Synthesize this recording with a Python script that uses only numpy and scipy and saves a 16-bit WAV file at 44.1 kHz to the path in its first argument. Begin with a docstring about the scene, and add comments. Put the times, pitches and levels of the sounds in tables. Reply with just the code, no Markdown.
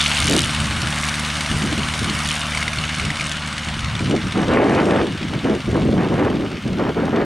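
"""A light aircraft with a four-cylinder piston engine and a two-blade propeller rolls away over grass.
At first it is near: firings thump and rasp, blades swish, noise hisses, and short pops ring out.
Light gusts buffet the microphone meanwhile. After about 2.5 s the aircraft fades faster, its highest
treble most of all, and more pops cluster there. In the second half stronger gusts rumble and tear.
Engine and wind are shaped noise, the thumps are filtered impulses, the pops are short noisy tones."""
import sys
import numpy as np
from scipy import signal
from scipy.fft import rfft, irfft, next_fast_len
from scipy.io import wavfile
from scipy.ndimage import uniform_filter1d, map_coordinates

SR = 44100
rng = np.random.default_rng(int(sys.argv[2]) if len(sys.argv) > 2 else 0)


def persist_wave(psi):
    """Save psi, clipped to +-1, as 16-bit WAV."""
    counts = np.round(np.clip(psi, -1, 1) * 32767).astype(np.int16)
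    wavfile.write(sys.argv[1], SR, np.atleast_2d(counts).T)


N = 319706


def amp(db):
    """Turn decibels into gain."""
    return 10 ** (np.asarray(db) / 20)


def unit(x):
    """Scale a signal to an average (rms) strength of 1."""
    return x / np.sqrt(np.mean(x ** 2) + 1e-20)


def along(points, hz):
    """Read a curve of (Hz, value) points, with pitch on a log axis."""
    point_hz, value = np.transpose(points)
    return np.interp(np.log(np.maximum(hz, 1e-3)), np.log(point_hz), value)


def curves(rows):
    """Join the rows with straight lines: one value per sample for each column after the time."""
    s, *columns = np.transpose(rows)
    return [np.interp(np.arange(N) / SR, s, column) for column in columns]


def wobble(rate):
    """A smooth random curve through a number of random knots a second."""
    knots = np.random.default_rng(rng.integers(1 << 30)).standard_normal(int(N * rate / SR) + 4)
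    return map_coordinates(knots, [np.arange(N) * rate / SR])


def filtered(x, response):
    """Filter a sound by multiplying its spectrum by a response to frequency."""
    m = next_fast_len(N + SR // 2)
    spectrum = rfft(x, m) * response(np.fft.rfftfreq(m, 1 / SR))
    return irfft(spectrum, m)[..., :N]


def below(hz, edge_hz, order=4):
    """Gain of a low-pass filter: keeps what lies below the edge."""
    return 1 / np.sqrt(1 + (hz / edge_hz) ** (2 * order))


def above(hz, edge_hz, order=4):
    """Gain of a high-pass filter: keeps what lies above the edge."""
    return (hz / edge_hz) ** order * below(hz, edge_hz, order=order)


def air(level_db=-41):
    """Steady low breeze with a faint fizz: noise with a fixed spectrum."""
    # Spectrum of the breeze. Each row: frequency in Hz, relative level in dB per Hz
    air_spectrum = [(20, -22), (60, -30), (200, 3), (400, -18.5), (1500, -26), (6000, -31), (15000, -44)]
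    noise = filtered(rng.standard_normal(N), lambda hz: amp(along(air_spectrum, hz)))
    return amp(level_db) * unit(noise)


def gusts():
    """Strength, eddy pitch and tearing of the wind: gusts rise, hold and die away over a restless breeze."""
    # Gusts at the microphone. Each row: start in seconds, length in seconds, level in dB at full force,
    # eddy pitch in Hz at full force, tearing in dB relative to the gust
    gust_list = [(0.183, .1, -22.5, 139, -40), (0.273, .095, -17, 380, -27), (0.386, 0.027, -20, 120, -40),
                 (.56, .2, -26, 125, -40), (0.807, .047, -23.5, 202, -40), (1.486, 0.056, -21, 139, -40),
                 (1.59, 0.079, -23.5, 179, -40), (1.691, 0.089, -23.5, 260, -38),
                 (1.984, 0.13, -24, 208, -38), (2.75, 0.048, -27, 120, -40), (3.02, 0.048, -23, 167, -40),
                 (3.647, .073, -28.5, 105, -40), (3.803, 0.16, -24, 88, -40),
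                 (3.99, 0.098, -19.5, 174, -40), (4.069, 0.079, -17, 345, -26),
                 (4.214, 0.061, -22, 162, -35), (4.334, 0.1, -17.5, 275, -9),
                 (4.459, 0.361, -15.5, 400, -8), (4.533, 0.066, -14, 480, -6), (4.837, .18, -15, 450, -9),
                 (5.06, 0.091, -27, 220, -28), (5.186, 0.1, -25, 197, -20), (5.305, 0.059, -21, 269, -12),
                 (5.428, 0.097, -15.5, 410, -14.5), (5.635, 0.084, -20.5, 203, -33),
                 (5.718, 0.056, -15, 383, -14), (5.793, 0.19, -15.5, 272, -37),
                 (5.957, .1, -17.5, 345, -7.5), (6.078, 0.11, -18, 320, -12.5),
                 (6.167, 0.12, -17.5, 370, -7), (6.298, .16, -21.5, 294, -13.5),
                 (6.495, 0.061, -26.5, 318, -25), (6.627, 0.13, -22, 237, -35),
                 (6.763, 0.13, -20, 355, -7.5), (6.943, 0.14, -19, 336, -9.5),
                 (7.102, 0.12, -18, 384, -7.5)]
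    attack_s, release_s = 0.03, 0.045
    # eddy pitch and tearing grow as these powers of a gust's force
    pitch_law, tear_law = 0.2, 1.6
    breeze_db, breeze_swing_db, breeze_hz = -37, 3.5, 104
    t = np.arange(N) / SR
    power = amp(breeze_db + breeze_swing_db * wobble(13)) ** 2
    # where gusts overlap, the stronger one counts for more in the pitch
    pitch_sum, tear_power = breeze_hz * power, np.zeros(N)
    for start, length, db, hz, tear_db in gust_list:
        near = (t > start) & (t < start + length + 10 * release_s)
        age = t[near] - start
        rise = np.minimum(age / attack_s, 1)
        force = rise * np.exp(-np.maximum(age - length, 0) / release_s)
        gust_power = (amp(db) * force) ** 2
        power[near] += gust_power
        pitch_sum[near] += gust_power * hz * force ** pitch_law
        tear_power[near] += (amp(db + tear_db) * force ** tear_law) ** 2
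    return np.sqrt(power), pitch_sum / power, np.sqrt(tear_power)


def buffet(eddy_hz, lumps_db=1.78, pitch_swing=0.086):
    """Eddies on the microphone ports: a faster gust sheds smaller, higher eddies."""
    # Spectrum of the eddies. Each row: frequency as a multiple of the eddy pitch, relative level in dB per Hz
    eddy_spectrum = [(.1, -7.5), (.3, -5), (.6, 2), (1, -1), (1.5, -7.5), (2.2, -17), (4, -28.5), (12, -69),
                     (40, -100)]
    eddy = wobble(70)
    hz, t, z = signal.stft(rng.standard_normal(N), SR, nperseg=512, noverlap=384)
    pitch = np.interp(t, np.arange(N) / SR, eddy_hz * np.exp(pitch_swing * eddy))
    shape = amp(along(eddy_spectrum, hz[:, None] / pitch))
    shape /= np.sqrt(np.mean(shape ** 2, axis=0))
    noise = signal.istft(z * shape, SR, nperseg=512, noverlap=384)[1][:N]
    noise = unit(filtered(noise, lambda f: above(f, 69, order=2)))
    # even out the level: the gust sets the strength, the eddies only decide the detail
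    strength = np.sqrt(np.abs(uniform_filter1d(noise ** 2, size=SR // 40)))
    return noise / strength * unit(amp(lumps_db * eddy))


def tearing(strength, ragged_db=3, flutter_db=1.5, bright_at_db=-22, bright_db=3):
    """Hard gusts tear at the edges of the ports in a ragged rush; the harder, the brighter."""
    # Spectrum of the tearing. Each row: frequency in Hz, relative level in dB per Hz
    tear_spectrum = [(300, -31), (600, 7.5), (1000, 4.5), (1600, 2), (2400, -3), (3100, -13.5), (4200, -47),
                     (8000, -67), (15000, -70)]
    noise = unit(filtered(rng.standard_normal(N), lambda hz: amp(along(tear_spectrum, hz))))
    dull = filtered(noise, lambda hz: below(hz, 1760))
    # the brightness stops growing once the tearing reaches bright_at_db
    brightness = amp(bright_db) * np.minimum(strength / amp(bright_at_db), 1) ** 2
    raggedness = unit(amp(ragged_db * wobble(260) + flutter_db * wobble(35)))
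    return strength * (dull + brightness * (noise - dull)) * raggedness


def wind(stray_db=-25):
    """Eddies reach the two ports slightly out of step; a little of the buffeting differs between them."""
    # Wind across the two ports. Each row: frequency in Hz, side share a quarter cycle ahead (as a gain)
    port_skew = [(50, .04), (170, 0.11), (350, 0.22), (800, 0.3), (1500, 0.27), (4000, 0.032)]
    strength, eddy_hz, tear = gusts()
    mid = strength * buffet(eddy_hz) + tearing(tear)
    # the factor 1j moves the side signal a quarter cycle ahead
    out_of_step = filtered(mid, lambda hz: 1j * along(port_skew, hz))
    side = out_of_step + amp(stray_db) * strength * buffet(eddy_hz)
    return np.array([mid + side, mid - side])


def field(x, level_db=-20):
    """Weak scattered echoes from the field, opposite in the two channels, which widen the sound."""
    t = np.arange(SR // 4) / SR
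    # the echoes fall by 60 dB in 0.22 s
    tail = rng.standard_normal(len(t)) * amp(-60 * t / 0.22)
    echo = signal.fftconvolve(x, tail / np.linalg.norm(tail))[:N]
    echo = filtered(echo, lambda hz: below(hz, 4300, order=16) * above(hz, 130, order=1))
    return amp(level_db) * np.array([echo, -echo])


def receding(level_db, loss_db_per_m):
    """Gain of a layer as the aircraft speeds away: spreading, then extra loss over the grass."""
    start_m, speed_m_per_s, accel_m_per_s2 = 61.8, 5.77, 0.65
    grazing_m = 78.5  # beyond this distance the sound skims the grass and fades faster
    t = np.arange(N) / SR
    distance = start_m + speed_m_per_s * t + accel_m_per_s2 * t ** 2 / 2
    grass_loss_db = loss_db_per_m * np.maximum(distance - grazing_m, 0)
    return amp(level_db - grass_loss_db) * start_m / distance


def pops(rise=0.0017, ring_db=-8, crack_db=-12.0):
    """Now and then the exhaust rings briefly: an unsteady tone with a puff of noise."""
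    # Exhaust pops. Each row: start in seconds, relative level in dB, pitch in Hz
    pop_list = [(0.0044, -4, 3570), (0.0116, -3, 3570), (0.059, -4.5, 2790), (0.167, -7, 2770),
                (0.2758, -11, 2300), (0.383, -9, 2950), (0.4372, -8, 3360), (2.097, -9, 4340),
                (2.5481, -7, 2230), (2.5728, -5.5, 2180), (2.6145, -10, 2180), (2.6265, -6, 2210),
                (2.6786, -6.5, 2080), (2.7312, -19, 2380), (2.7846, -11.5, 4330), (2.9966, -9, 2210),
                (3.1024, -7, 1950), (3.1567, -13, 2140), (3.1965, -9, 2450), (3.2083, -7, 2280),
                (3.261, -11, 2950), (3.3144, -15, 2950), (3.952, -12.5, 3550), (3.9922, -11, 2360),
                (4.321, -13, 3660)]
    out, t = np.zeros(N + SR), np.arange(SR // 40) / SR
    swell = t / rise * np.exp(1 - t / rise)  # peaks after the rise time in seconds
    for s, db, hz in pop_list:
        noise = rng.standard_normal(len(t))
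        drift = 0.069 * np.cumsum(rng.standard_normal(len(t)))  # the phase wanders, in radians
        ring = np.sin(2 * np.pi * hz * t + drift)
        burst = amp(ring_db) * ring + amp(crack_db) * noise
        out[round(s * SR):][:len(t)] += amp(db) * swell * burst
    puff = filtered(out[:N], lambda hz: below(hz, 5500, order=2) * above(hz, 1100, order=2))
    # the pops are dull: almost nothing of them lies above 9.5 kHz
    return filtered(puff, lambda hz: below(hz, 9500, order=12))


def roar(low_hz, high_hz, patchy_db=1.64):
    """One band of turbulent aircraft noise, coloured by resonances, with brief stronger patches."""
    # Spectrum of the noise. Each row: frequency in Hz, relative level in dB per Hz
    roar_spectrum = [(300, -14.5), (440, -21), (560, -12), (900, -10.5), (1300, -4), (1800, -8),
                     (2300, -7.5), (3000, -7.5), (4700, -15.5), (7500, -18.5), (9000, -11), (10500, -25.5),
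                     (12000, -35.5), (14000, -53)]
    # Resonances of the exhaust stubs and cowling. Each row: centre in Hz, width in Hz, boost in dB
    stubs = [(1330, 250, -1.5), (2190, 150, 3.5), (2936, 190, 3.5), (3630, 370, 3), (4420, 190, 3),
             (8850, 2200, -7)]
    z = signal.stft(rng.standard_normal(N), nperseg=512)[2]
    patches = uniform_filter1d(rng.standard_normal(z.shape), size=4, axis=0)
    patches = unit(uniform_filter1d(patches, size=7, axis=1))
    noise = signal.istft(z * amp(patchy_db * patches), nperseg=512)[1][:N]

    def colour(hz):
        """Gain of the noise spectrum with its resonances, within the band."""
        peaks_db = sum(db / (1 + (2 * (hz - centre) / width) ** 2) for centre, width, db in stubs)
        return amp(along(roar_spectrum, hz) + peaks_db) * above(hz, low_hz) * below(hz, high_hz)

    return unit(filtered(noise, colour))


def strokes(lag):
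    """Sample numbers at which the crank passes a given point of each half turn."""
    # Speed of the engine. Each row: time in seconds, firings (and blade passes) a second
    firing_rate = [(0, 74.0), (0.5, 74.0), (1, 74.2), (1.4, 75.3), (2, 75.55), (4, 75.45), (4.6, 75.2),
                   (5.2, 74.7), (7.25, 74.4)]
    half_turns = np.cumsum(curves(firing_rate)[0]) / SR
    return np.searchsorted(half_turns, np.arange(int(half_turns[-1] - 1)) + lag)


def train(at, pattern_db, scatter_db):
    """Impulses whose sizes repeat a pattern, each a little different."""
    size_db = np.resize(pattern_db, len(at)) + scatter_db * rng.standard_normal(len(at))
    return np.bincount(at, amp(size_db), N)


def puffs(impulses, rise, decay):
    """Power envelope with mean 1: each impulse swells and dies away, with both times in seconds."""
    t = np.arange(-SR // 50, SR // 50) / SR
    shape = np.exp(-2 * np.where(t < 0, -t / rise, t / decay))
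    power = np.abs(signal.fftconvolve(impulses ** 2, shape, "same"))
    return power / power.mean()


def throb(power, depth):
    """Gain of a noise that is partly steady, partly pulsed; depth is the pulsed share of its power."""
    depth = np.clip(depth, 0, 1)
    return np.sqrt(1 - depth + depth * power)


def swells():
    """Gain of the rasp (dB) and power of the blade swish; each swell is a smooth bell."""
    # Brief swells of the engine's bright edge. Each row: centre in seconds, half length in seconds,
    # rasp gain in dB, swish level in dB relative to the hiss
    swell_list = [(0.0, 0.12, 6.5, 5.5), (0.22, 0.11, 4, 5.5), (0.371, 0.085, 3, 11), (1.016, 0.13, 0, 1.5),
                  (1.603, 0.068, -1.5, -3), (2.286, 0.13, 2, 3.5), (2.603, .12, 0.5, -4),
                  (3.0, 0.15, 1.5, -4), (3.28, 0.085, 0, 2.5), (5.1, 0.55, 0.5, -7), (5.803, 0.2, -0.5, 1)]
    steady_swish_db = -11.5  # relative to the hiss
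    t = np.arange(N) / SR
    rasp_db, swish_power = np.zeros(N), np.full(N, amp(steady_swish_db) ** 2)
    for s, half, gain_db, swish_db in swell_list:
        bell = np.exp(-((t - s) / half) ** 2)
        rasp_db += gain_db * bell
        swish_power += (amp(swish_db) * bell) ** 2
    return rasp_db, swish_power


def engine():
    """Thump and rasp at each firing, swish between firings, nearly steady wash behind the propeller."""
    # The cylinders in firing order. Each row: relative thump in dB, relative rasp in dB,
    # delay of the thump in its pipe in seconds
    cylinders = [(2.5, 8.5, -.0002), (1, 3.5, .0005), (2.3, -1, .0005), (0.5, 3, -.0004)]
    # Spectrum of one thump. Each row: frequency in Hz, relative level in dB per Hz
    thump_spectrum = [(18, -28), (40, 2), (75, -0.5), (113, -7), (151, 0), (226, -2.5), (300, -11.5),
                      (380, -37), (600, -59), (1200, -66)]
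    swell_db, swish_power = swells()
    cylinder_thump_db, cylinder_rasp_db, pipe_delay = np.transpose(cylinders)
    firings = strokes(.56)
    blades = strokes(.05)
    delays = np.round(np.resize(pipe_delay, len(firings)) * SR).astype(int)
    arrivals = np.clip(firings + delays, 0, N - 1)
    thump_impulses = train(arrivals, cylinder_thump_db, scatter_db=1.5)
    thump = -unit(filtered(thump_impulses, lambda hz: amp(along(thump_spectrum, hz))))
    exhaust = puffs(train(firings, cylinder_rasp_db, scatter_db=1.5), rise=0.001, decay=0.0057)
    jet = puffs(train(firings, cylinder_rasp_db, scatter_db=4.0), rise=0.00085, decay=0.005)
    # one blade cuts the air harder than the other
    swish = puffs(train(blades, [0, 2.5], scatter_db=2), rise=.001, decay=.0013)
    hiss_beat = np.sqrt(throb(jet, depth=0.48) ** 2 + swish_power * swish)
    # moving air on the way makes wash, rasp and hiss flutter
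    wash = amp(0.14 * wobble(15)) * roar(low_hz=298, high_hz=2010) * throb(exhaust, depth=0.093)
    rasp = amp(swell_db + 0.21 * wobble(17)) * roar(low_hz=1970, high_hz=5630) * throb(exhaust, depth=0.54)
    hiss = amp(0.86 * wobble(14)) * roar(low_hz=4860, high_hz=10000) * hiss_beat
    fizz = roar(low_hz=10500, high_hz=15000) * hiss_beat
    # each layer: level at the starting distance (dB), extra loss over the grass (dB per m)
    return (receding(-27, 0.33) * thump
            + receding(-27, 0.18) * wash
            + receding(-27.5, 0.15) * rasp
            + receding(-33, 0.41) * hiss
            + receding(-43.5, 2) * fizz)


def scene():
    """The aircraft, a little left of centre in its middle range, with wind on the microphone."""
    plane = engine() + pops()
    leftward = filtered(plane, lambda hz: 0.024 * above(hz, 800) * below(hz, 3000))
    return np.array([plane + leftward, plane - leftward]) + field(plane) + wind() + air()


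def record(dry):
    """A gain control turns down the loudest moments, and nothing above the band limit is kept."""
    limit_db, response_s, top_hz = -14, 0.019, 15750
    power = np.abs(uniform_filter1d(np.mean(dry ** 2, axis=0), size=max(int(response_s * SR), 1)))
    # well below the limit nothing changes; well above it the level is held near the limit
    held = dry / (1 + (power / amp(limit_db) ** 2) ** 3) ** (1 / 6)
    return filtered(held, lambda hz: hz < top_hz)


dry = scene()
out = record(dry)
persist_wave(out)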